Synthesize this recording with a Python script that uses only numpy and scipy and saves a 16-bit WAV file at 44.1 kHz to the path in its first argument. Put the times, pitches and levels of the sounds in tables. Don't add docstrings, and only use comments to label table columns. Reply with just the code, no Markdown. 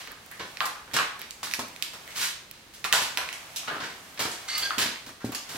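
import sys
import numpy as np
from scipy import signal
from scipy.fft import rfft, irfft
from scipy.io import wavfile

SR = 44100
rng = np.random.default_rng(int(sys.argv[2]) if len(sys.argv) > 2 else 0)


def unload_audio(sound):
    columns = np.transpose(np.atleast_2d(sound))
    steps = np.round(np.clip(columns, -1, 1) * 32767)
    wavfile.write(sys.argv[1], SR, steps.astype(np.int16))


def makeup_ratio(level_db):
    decades = np.asarray(level_db, float) / 20
    return 10 ** decades


N = 245844


def at_hz(points, hz):
    table = np.array(points)
    return np.interp(np.log(hz), np.log(table[:, 0]), table[:, 1])


def in_time(rows, after_db=-120):
    s, *columns = np.transpose(rows)
    t = np.arange(N) / SR
    return [np.interp(t, s, column, left=-120, right=after_db) for column in columns]


def band(x, low_hz, high_hz):
    corners = [low_hz, min(high_hz, 0.45 * SR)]
    return signal.sosfilt(signal.butter(2, corners, "band", fs=SR, output="sos"), x)


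def rms_one(x):
    return x / np.sqrt(np.mean(x ** 2) + 1e-20)


def ring(x, hz, t60):
    r, w = makeup_ratio(-60 / (t60 * SR)), 2 * np.pi * hz / SR
    return signal.lfilter([0, np.sin(w)], [1, -2 * r * np.cos(w), r * r], x + 1e-18)


def grit(per_s, spread_db):
    sizes = makeup_ratio(spread_db * np.minimum(rng.exponential(1, N), 5)) * rng.choice([-1, 1], N)
    catches = rng.random(N) < per_s / SR
    return rms_one(sizes * catches) + 0.56 * rng.standard_normal(N)


# frequency_hz, left_right_correlation [-1..1]
COHERENCE = [(100, 0.93), (300, 0.82), (600, 0.82), (1200, 0.19), (2500, 0.16), (8000, 0.075),
             (16000, 0.037)]


def stereo_bands(size):
    edges = 26 * 2 ** np.arange(0, 10, 0.5)
    white = rng.standard_normal((2, 2, size))
    for k, (low, high) in enumerate(zip(edges, edges[1:])):
        centre_hz = np.sqrt(low * high)
        mid, side = band(white[k % 2], low, high)
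        alike = np.clip(at_hz(COHERENCE, centre_hz), -1, 1)
        yield centre_hz, np.sqrt(1 + alike) * mid + np.sqrt(1 - alike) * side * [[1], [-1]]


# start_s, level_db
RUSTLE = [(0.0, -33), (0.12, -58.5), (0.36, -45.5), (0.57, -44.5), (0.73, -56), (2.22, -42), (2.53, -63),
          (2.84, -58), (3.05, -44), (3.4, -40.5), (3.6, -40.5), (3.75, -40), (3.97, -43.5), (4.2, -44.5),
          (4.73, -33), (5.01, -46), (5.21, -63), (5.57, -36)]
RUSTLE_DB = [-20.5, -10.5, -10]
RUSTLE_FOLLOWS = [0.26, 1.0, 0.35]
# frequency_hz, level_db
HUM = [(18, -34), (30, 13.5), (81, 16), (479, 8.5), (639, 9), (1870, 9), (4420, 7), (15500, -38.5)]


def background():
    bustle_db = in_time(RUSTLE, after_db=RUSTLE[-1][1])[0]
    mean_db = bustle_db.mean()
    low_db, mid_db, high_db = (mean_db + db + share * (bustle_db - mean_db)
                               for db, share in zip(RUSTLE_DB, RUSTLE_FOLLOWS))
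    bands = list(stereo_bands(N))
    hum = rms_one(sum(makeup_ratio(at_hz(HUM, hz)) * pair for hz, pair in bands))
    low = rms_one(sum(pair for hz, pair in bands if 90 < hz < 650))
    mid = rms_one(sum(pair / (1 + (hz / 3000) ** 2.0) for hz, pair in bands if hz > 650))
    high = rms_one(sum(pair * min(hz / 8000, 8000 / hz) ** 0.93 for hz, pair in bands if hz > 4000))
    return makeup_ratio(-54.5) * hum + makeup_ratio(low_db) * low + makeup_ratio(mid_db) * mid + makeup_ratio(high_db) * high


# frequency_hz, t60_s
SHOP_T60 = [(100, 0.22), (500, 0.49), (1400, 0.5), (4000, 0.5), (10000, 0.38), (16000, 0.04)]


def workshop(x, first_echo_s=0.0029, build_s=0.0019):
    places, stay_s = 4, 0.09
    size, out = 2 * SR // 3, 0
    t = np.arange(size) / SR
    place = (np.arange(N) / SR // stay_s) % places
    for k in range(places):
        tail = sum(pair * makeup_ratio(-60 * t / at_hz(SHOP_T60, hz)) for hz, pair in stereo_bands(size))
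        tail *= np.clip((t - first_echo_s) / build_s, 0, 1) ** 0.5
        tail /= np.sqrt(np.sum(tail ** 2) / 2)
        out = out + signal.oaconvolve(x[None] * (place == k), tail, axes=1)[:, :N]
    return out


# start_s, peak_db
CRACKLES = [(0.0742, -29), (0.1131, -32), (0.1184, -21), (0.2628, -28), (0.3147, -21), (0.5177, -34),
            (0.5252, -44), (0.6559, -26), (1.1942, -22), (1.2164, -16), (1.3079, -25), (1.5114, -37),
            (1.5214, -30), (1.536, -29), (1.5948, -30), (1.6841, -26), (1.7614, -40), (2.0782, -28),
            (2.5127, -18.5), (3.1218, -36), (3.2156, -40), (4.144, -30), (4.581, -8), (5.3198, -18)]


def crackles():
    clicks = np.zeros(N)
    clicks[[round((s + 0.0004) * SR) for s, db in CRACKLES]] = makeup_ratio(np.array(CRACKLES)[:, 1] + 7)
    return band(clicks, 9700, 22000) * makeup_ratio(np.array([[-3], [3]]))


# start_s, peak_db
THUDS = [(0.932, -25), (1.588, -15), (1.63, -18), (3.019, -29), (3.688, -39), (4.258, -45), (4.284, -29),
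         (4.777, -13.5), (4.857, -14.5), (4.886, -19), (5.071, -22), (5.243, -0.5), (5.26, -18),
         (5.293, -11), (5.49, -28), (5.547, -18)]
# pitch_hz, level_db, t60_s
SHEET = [(114, -7, 0.16), (244, -6.5, 0.067), (280, -2, 0.045), (390, -6.5, 0.023), (536, -14, .03),
         (750, -19, 0.036)]


def thuds():
    at = [round((s + 0.001) * SR) for s, db in THUDS]
    out = np.zeros(N)
    strengths = rng.normal(0, 1.5, (len(THUDS), len(SHEET)))
    for (hz, level_db, t60), strength_db in zip(SHEET, strengths.T):
        blows = np.zeros(N)
        blows[at] = makeup_ratio(np.array(THUDS)[:, 1] + level_db - 18.5 + strength_db)
        out += ring(blows, hz, t60)
    return band(out, 130, 1200)


# start_s, level_db
SQUEAL = [
    (4.478, -45),
    (4.486, -23),
    (4.504, -33),
    (4.562, -30.5),
    (4.608, -42),
    (4.626, -31.5),
    (4.72, -46),
]
# pitch_hz, width_hz, level_db, loudest_s, lasting_s
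TUBE = [(4530, 53, 1, 4.54, 0.095), (4460, 84, 4.5, 4.645, 0.033), (4825, 67, 3.5, 4.65, 0.024),
        (2100, 7.3, -5, 4.52, 0.064), (3000, 68, -3.5, 4.56, 0.036), (3420, 110, 1.5, 4.635, 0.038),
        (2880, 52, -23, 4.65, 0.027), (5880, 62, -4, 4.67, .035), (5860, 70, -14, 4.53, 0.022),
        (1250, 8.2, -5, 4.6, 0.043), (1600, 9.7, 4.5, 4.66, 0.028), (5000, 91, -4.5, 4.56, .03),
        (7250, 70, -16, 4.59, 0.015)]


def squeal():
    force, t = makeup_ratio(in_time(SQUEAL)[0] - 6), np.arange(N) / SR
    slips = grit(per_s=2700, spread_db=-2.0)
    out = makeup_ratio(-1) * rms_one(band(slips, 1200, 7500))
    for hz, width_hz, db, at_s, lasting_s in TUBE:
        swell = np.exp(-((t - at_s) / lasting_s) ** 2)
        out += makeup_ratio(db) * swell * rms_one(ring(slips, hz, 2.2 / width_hz))
    flutter_db = 2.8 * rms_one(band(rng.standard_normal(N), 24, 45))
    return force * makeup_ratio(flutter_db) * out


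# low_hz, high_hz
GRIT_BANDS_HZ = [(110, 720), (920, 1750), (1750, 5200), (5000, 15000), (1080, 1400)]
# start_s, level_db
SLIDE = [
    (2.1, -49),
    (2.124, -47),
    (2.144, -55),
    (2.16, -35),
    (2.236, -27),
    (2.32, -43),
]
SLIDE_COLOUR_DB = [-22.5, -10.5, -1.5, -3, -38]
# start_s, level_db, length_s, grittiness_db
HEELS = [
    (0.069, -38, 0.07, -12),
    (0.395, -24, 0.038, -3),
    (0.876, -35, 0.028, -25),
    (3.678, -21, 0.013, -6),
    (3.708, -21.5, 0.066, -39),
    (3.755, -34, 0.023, 2),
    (3.801, -31.5, 0.081, 6),
    (4.174, -37.5, 0.025, 14),
    (4.251, -23, 0.017, -12),
    (4.858, -31.5, 0.015, 11),
]
SOLES = [(0.937, -19, 0.054, -4), (1.189, -34, 0.034, -4.5), (1.43, -28.5, 0.04, 4.5),
         (1.542, -28.5, 0.011, 8.5), (1.591, -18, 0.019, -6.5), (1.933, -28.5, 0.022, -5.5),
         (3.018, -27, 0.031, 0.5), (4.192, -19, 0.066, -3), (4.781, -18.5, 0.044, 1),
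         (5.062, -35, 0.027, -0.5), (5.09, -31, 0.014, -9), (5.322, -32.5, 0.017, 1),
         (5.49, -34.5, 0.11, 2), (5.551, -32.5, 0.086, -5)]
WHEELS = [(0.605, -7, 0.016, -12), (0.639, -22, 0.096, 0.5), (0.964, -22, 0.0089, 23),
          (0.988, -16, 0.036, -8), (2.842, -16, 0.02, 11), (2.924, -5.5, 0.036, -11),
          (2.946, -21, 0.077, 12.5), (3.172, -10.5, 0.021, -0.5), (3.21, -19.5, 0.048, -1),
          (3.328, -29, 0.019, 7), (3.837, -21.5, 0.025, 0), (4.704, -11.5, 0.032, -14),
          (4.814, -21, 0.03, 16), (5.203, -31.5, 0.18, 2.5)]
BRUSHES = [(0.004, -27.5, 0.076, -17), (2.928, -18, 0.07, -3), (0.654, -24.5, 0.012, 12.5),
           (1.309, -41, 0.03, 2), (1.471, -44, 0.028, 0), (1.825, -23, 0.027, -20), (2.512, -36, 0.093, -9),
           (2.736, -34.5, 0.063, 1), (3.56, -25.5, 0.02, 11), (4.309, -30, 0.1, -10),
           (4.576, -20, 0.043, 4), (5.245, -33.5, 0.029, 4.5), (5.347, -18, 0.01, 2.5)]
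HEEL_DB = [-2.5, 4, 4.5, -54, -11]
HEEL_SHARE = [0, 0.16, 0.58, .3, 0]
SOLE_DB = [-2.5, -0.5, 4.5, 3.5, -36]
SOLE_SHARE = [0, 0.5, 0.86, 1, 0.16]
WHEEL_DB = [-18.5, -3.5, -10, -16, -3.5]
WHEEL_SHARE = [0.54, 0.16, 1, 0.96, -0.18]
BRUSH_DB = [-35, -12.5, -2.5, -1, -43]
BRUSH_SHARE = [0, 0, 0, 1, 0]


def scuffs():
    press = np.zeros((len(GRIT_BANDS_HZ), N))
    kinds = [(HEELS, HEEL_DB, HEEL_SHARE), (SOLES, SOLE_DB, SOLE_SHARE),
             (WHEELS, WHEEL_DB, WHEEL_SHARE), (BRUSHES, BRUSH_DB, BRUSH_SHARE)]
    for rows, colour_db, share in kinds:
        for s, db, length_s, grit_db in rows:
            bands_db = db + np.array(colour_db) + grit_db * np.array(share)
            at = round(s * SR)
            t = np.arange(min(SR // 3, N - at)) / SR
            shape = (1 - np.exp(-t / 0.00075)) * np.exp(-(t / max(length_s, 0.003)) ** 1.13)
            press[:, at:at + len(t)] += makeup_ratio(bands_db - 16)[:, None] * shape
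    press += makeup_ratio(in_time(SLIDE)[0] - 2.5 + np.array(SLIDE_COLOUR_DB)[:, None])
    rub = grit(per_s=4000, spread_db=3.0)
    apart, out = rng.standard_normal((2, N)), 0
    for force, (low_hz, high_hz), width in zip(press, GRIT_BANDS_HZ, (0.066, 0.78, 1.0, 1.0, 0.94)):
        heard = band(force * (rub + width * apart), low_hz, high_hz)
        steady = band(rub + width * apart[0], low_hz, high_hz)
        out = -out + heard / np.std(steady)
    return out


# start_s, peak_db, pitch_hz, room_share_db
KNOCKS = [(0.074, -31, 2430, -12), (0.571, -21, 2730, -9), (0.605, -8, 2070, -6.5), (0.965, -13, 1620, 2.5),
          (0.988, -9, 1670, -7.5), (0.996, -13, 1310, -5.5), (1.004, -18, 1480, 0), (1.216, -24.5, 2550, 0),
          (1.227, -38, 2500, -3), (1.308, -18.5, 5000, -9.5), (1.471, -26, 1580, -3.5),
          (2.512, -30, 3480, -20), (2.938, -18.5, 1044, -1.5), (2.965, -28, 980, -6),
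          (3.186, -29, 775, -4.5), (3.289, -21, 3100, -5), (3.561, -20.5, 3800, 5), (3.676, -23, 1700, 7),
          (3.745, -22.5, 1410, -6), (4.316, -22, 4620, 1), (4.706, -16, 1600, -18), (4.715, -23, 1200, -1),
          (4.782, -13.5, 3150, 2), (4.959, -23, 2100, -6)]
# start_s, peak_db, pitch_hz, room_share_db
SNAPS = [(0.113, -35.5, 1740, -1.5), (0.313, -36.5, 1950, 6), (0.613, -20.5, 1135, 1),
         (0.656, -29.5, 1100, -3), (0.913, -32.5, 1850, 0.5), (0.935, -21.5, 2860, 8.5),
         (1.21, -34, 2370, -3.5), (1.43, -26.5, 1150, -27), (1.512, -20, 2620, -2.5),
         (1.521, -28, 2400, -20), (1.537, -11, 2650, -10.5), (1.595, -30, 1280, -6), (1.762, -28, 2620, -9),
         (1.824, -11, 3400, -7), (2.077, -31.5, 2280, -1), (2.842, -17, 2570, -5), (2.849, -19.5, 1340, -2),
         (2.926, 1.5, 3040, -6.5), (3.173, -8.5, 2600, -6), (3.328, -22, 2860, -1.5),
         (3.632, -33.5, 1330, 0.5), (4.205, -20, 3370, -1), (5.321, -30.5, 1250, 2), (5.348, -23, 3320, 5)]
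# pitch_hz, level_db, t60_s
FRAME = [(857, 0.5, 0.088), (1026, -50, 0.22), (1220, 0, 0.075), (1300, -9, 2.7), (1560, -35, 0.84),
         (1638, -18.5, 0.15), (1976, -14.5, 0.46), (2360, -20, 0.23)]


def ticks():
    direct, feed = np.zeros((2, N)), np.zeros(N)
    knock_crack_db, snap_crack_db = -25, -13
    contacts = [(*row, knock_crack_db) for row in KNOCKS] + [(*row, snap_crack_db) for row in SNAPS]
    shakes = rng.standard_normal((len(contacts), 400))
    n = np.arange(400)
    for (s, db, hz, room_db, bright_db), shake in zip(contacts, shakes):
        pan_db = np.clip(-3 - 6.5 * np.log2(hz / 2000), -8, 8)
        blow = (n == 0) + 0.13 * shake * np.exp(-n / 30.0)
        body = band(blow, hz / 1.8, hz * 1.8) + 0.1 * ring(blow, hz, 9.0 / hz)
        body = band(body, hz / 2.4, hz * 3.2)
        body = body / np.abs(body).max()
        crack = -band(blow, 5500, 15000)
        crack = makeup_ratio(bright_db + 13.0) * crack / np.abs(crack).max()
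        floor_echo = 0.32 * np.roll(body + crack, 70)
        tick = makeup_ratio(db) * (body + crack + floor_echo)
        at = round((s + 0.0006) * SR)
        direct[:, at:at + 400] += tick * makeup_ratio(pan_db * np.array([[0.5], [-0.5]]))
        feed[at:at + 400] += makeup_ratio(db + room_db + 4.0) * (body + 1.05 * crack)
    frame = sum(makeup_ratio(db) * ring(feed, hz, min(t60, 0.4) * 0.79) for hz, db, t60 in FRAME)
    return direct + makeup_ratio(-48.5) * frame, feed + makeup_ratio(-44) * frame


def scene():
    struck, feed = ticks()
    rubbed = scuffs() + squeal()
    thud = thuds()
    direct = struck + crackles() + makeup_ratio(0.5) * rubbed + thud
    direct[0] = np.roll(direct[0], 2)
    room = workshop(feed + makeup_ratio(-4) * rubbed[0] + makeup_ratio(-6.0) * thud)
    return direct + room + background()


def low_pass(x):
    return signal.sosfilt(signal.butter(12, 16970, fs=SR, output="sos"), x)


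# frequency_hz, left_minus_right_db
MIC_BALANCE = [(60, 0), (380, 0), (700, -0.5), (1290, 1), (2380, -3), (4400, -1.5), (8120, 0.5),
               (15000, -3.5)]


def record(dry):
    hz = np.fft.rfftfreq(N, 1 / SR) + 1
    tilt_db = at_hz(MIC_BALANCE, hz) / 2
    response_db = np.array([tilt_db, -tilt_db]) - 32 * (hz > 15850)
    coloured = irfft(rfft(dry) * makeup_ratio(response_db), N)
    ceiling = 0.8
    return low_pass(ceiling * np.tanh(coloured / ceiling))


dry = scene()
out = record(dry)
unload_audio(out)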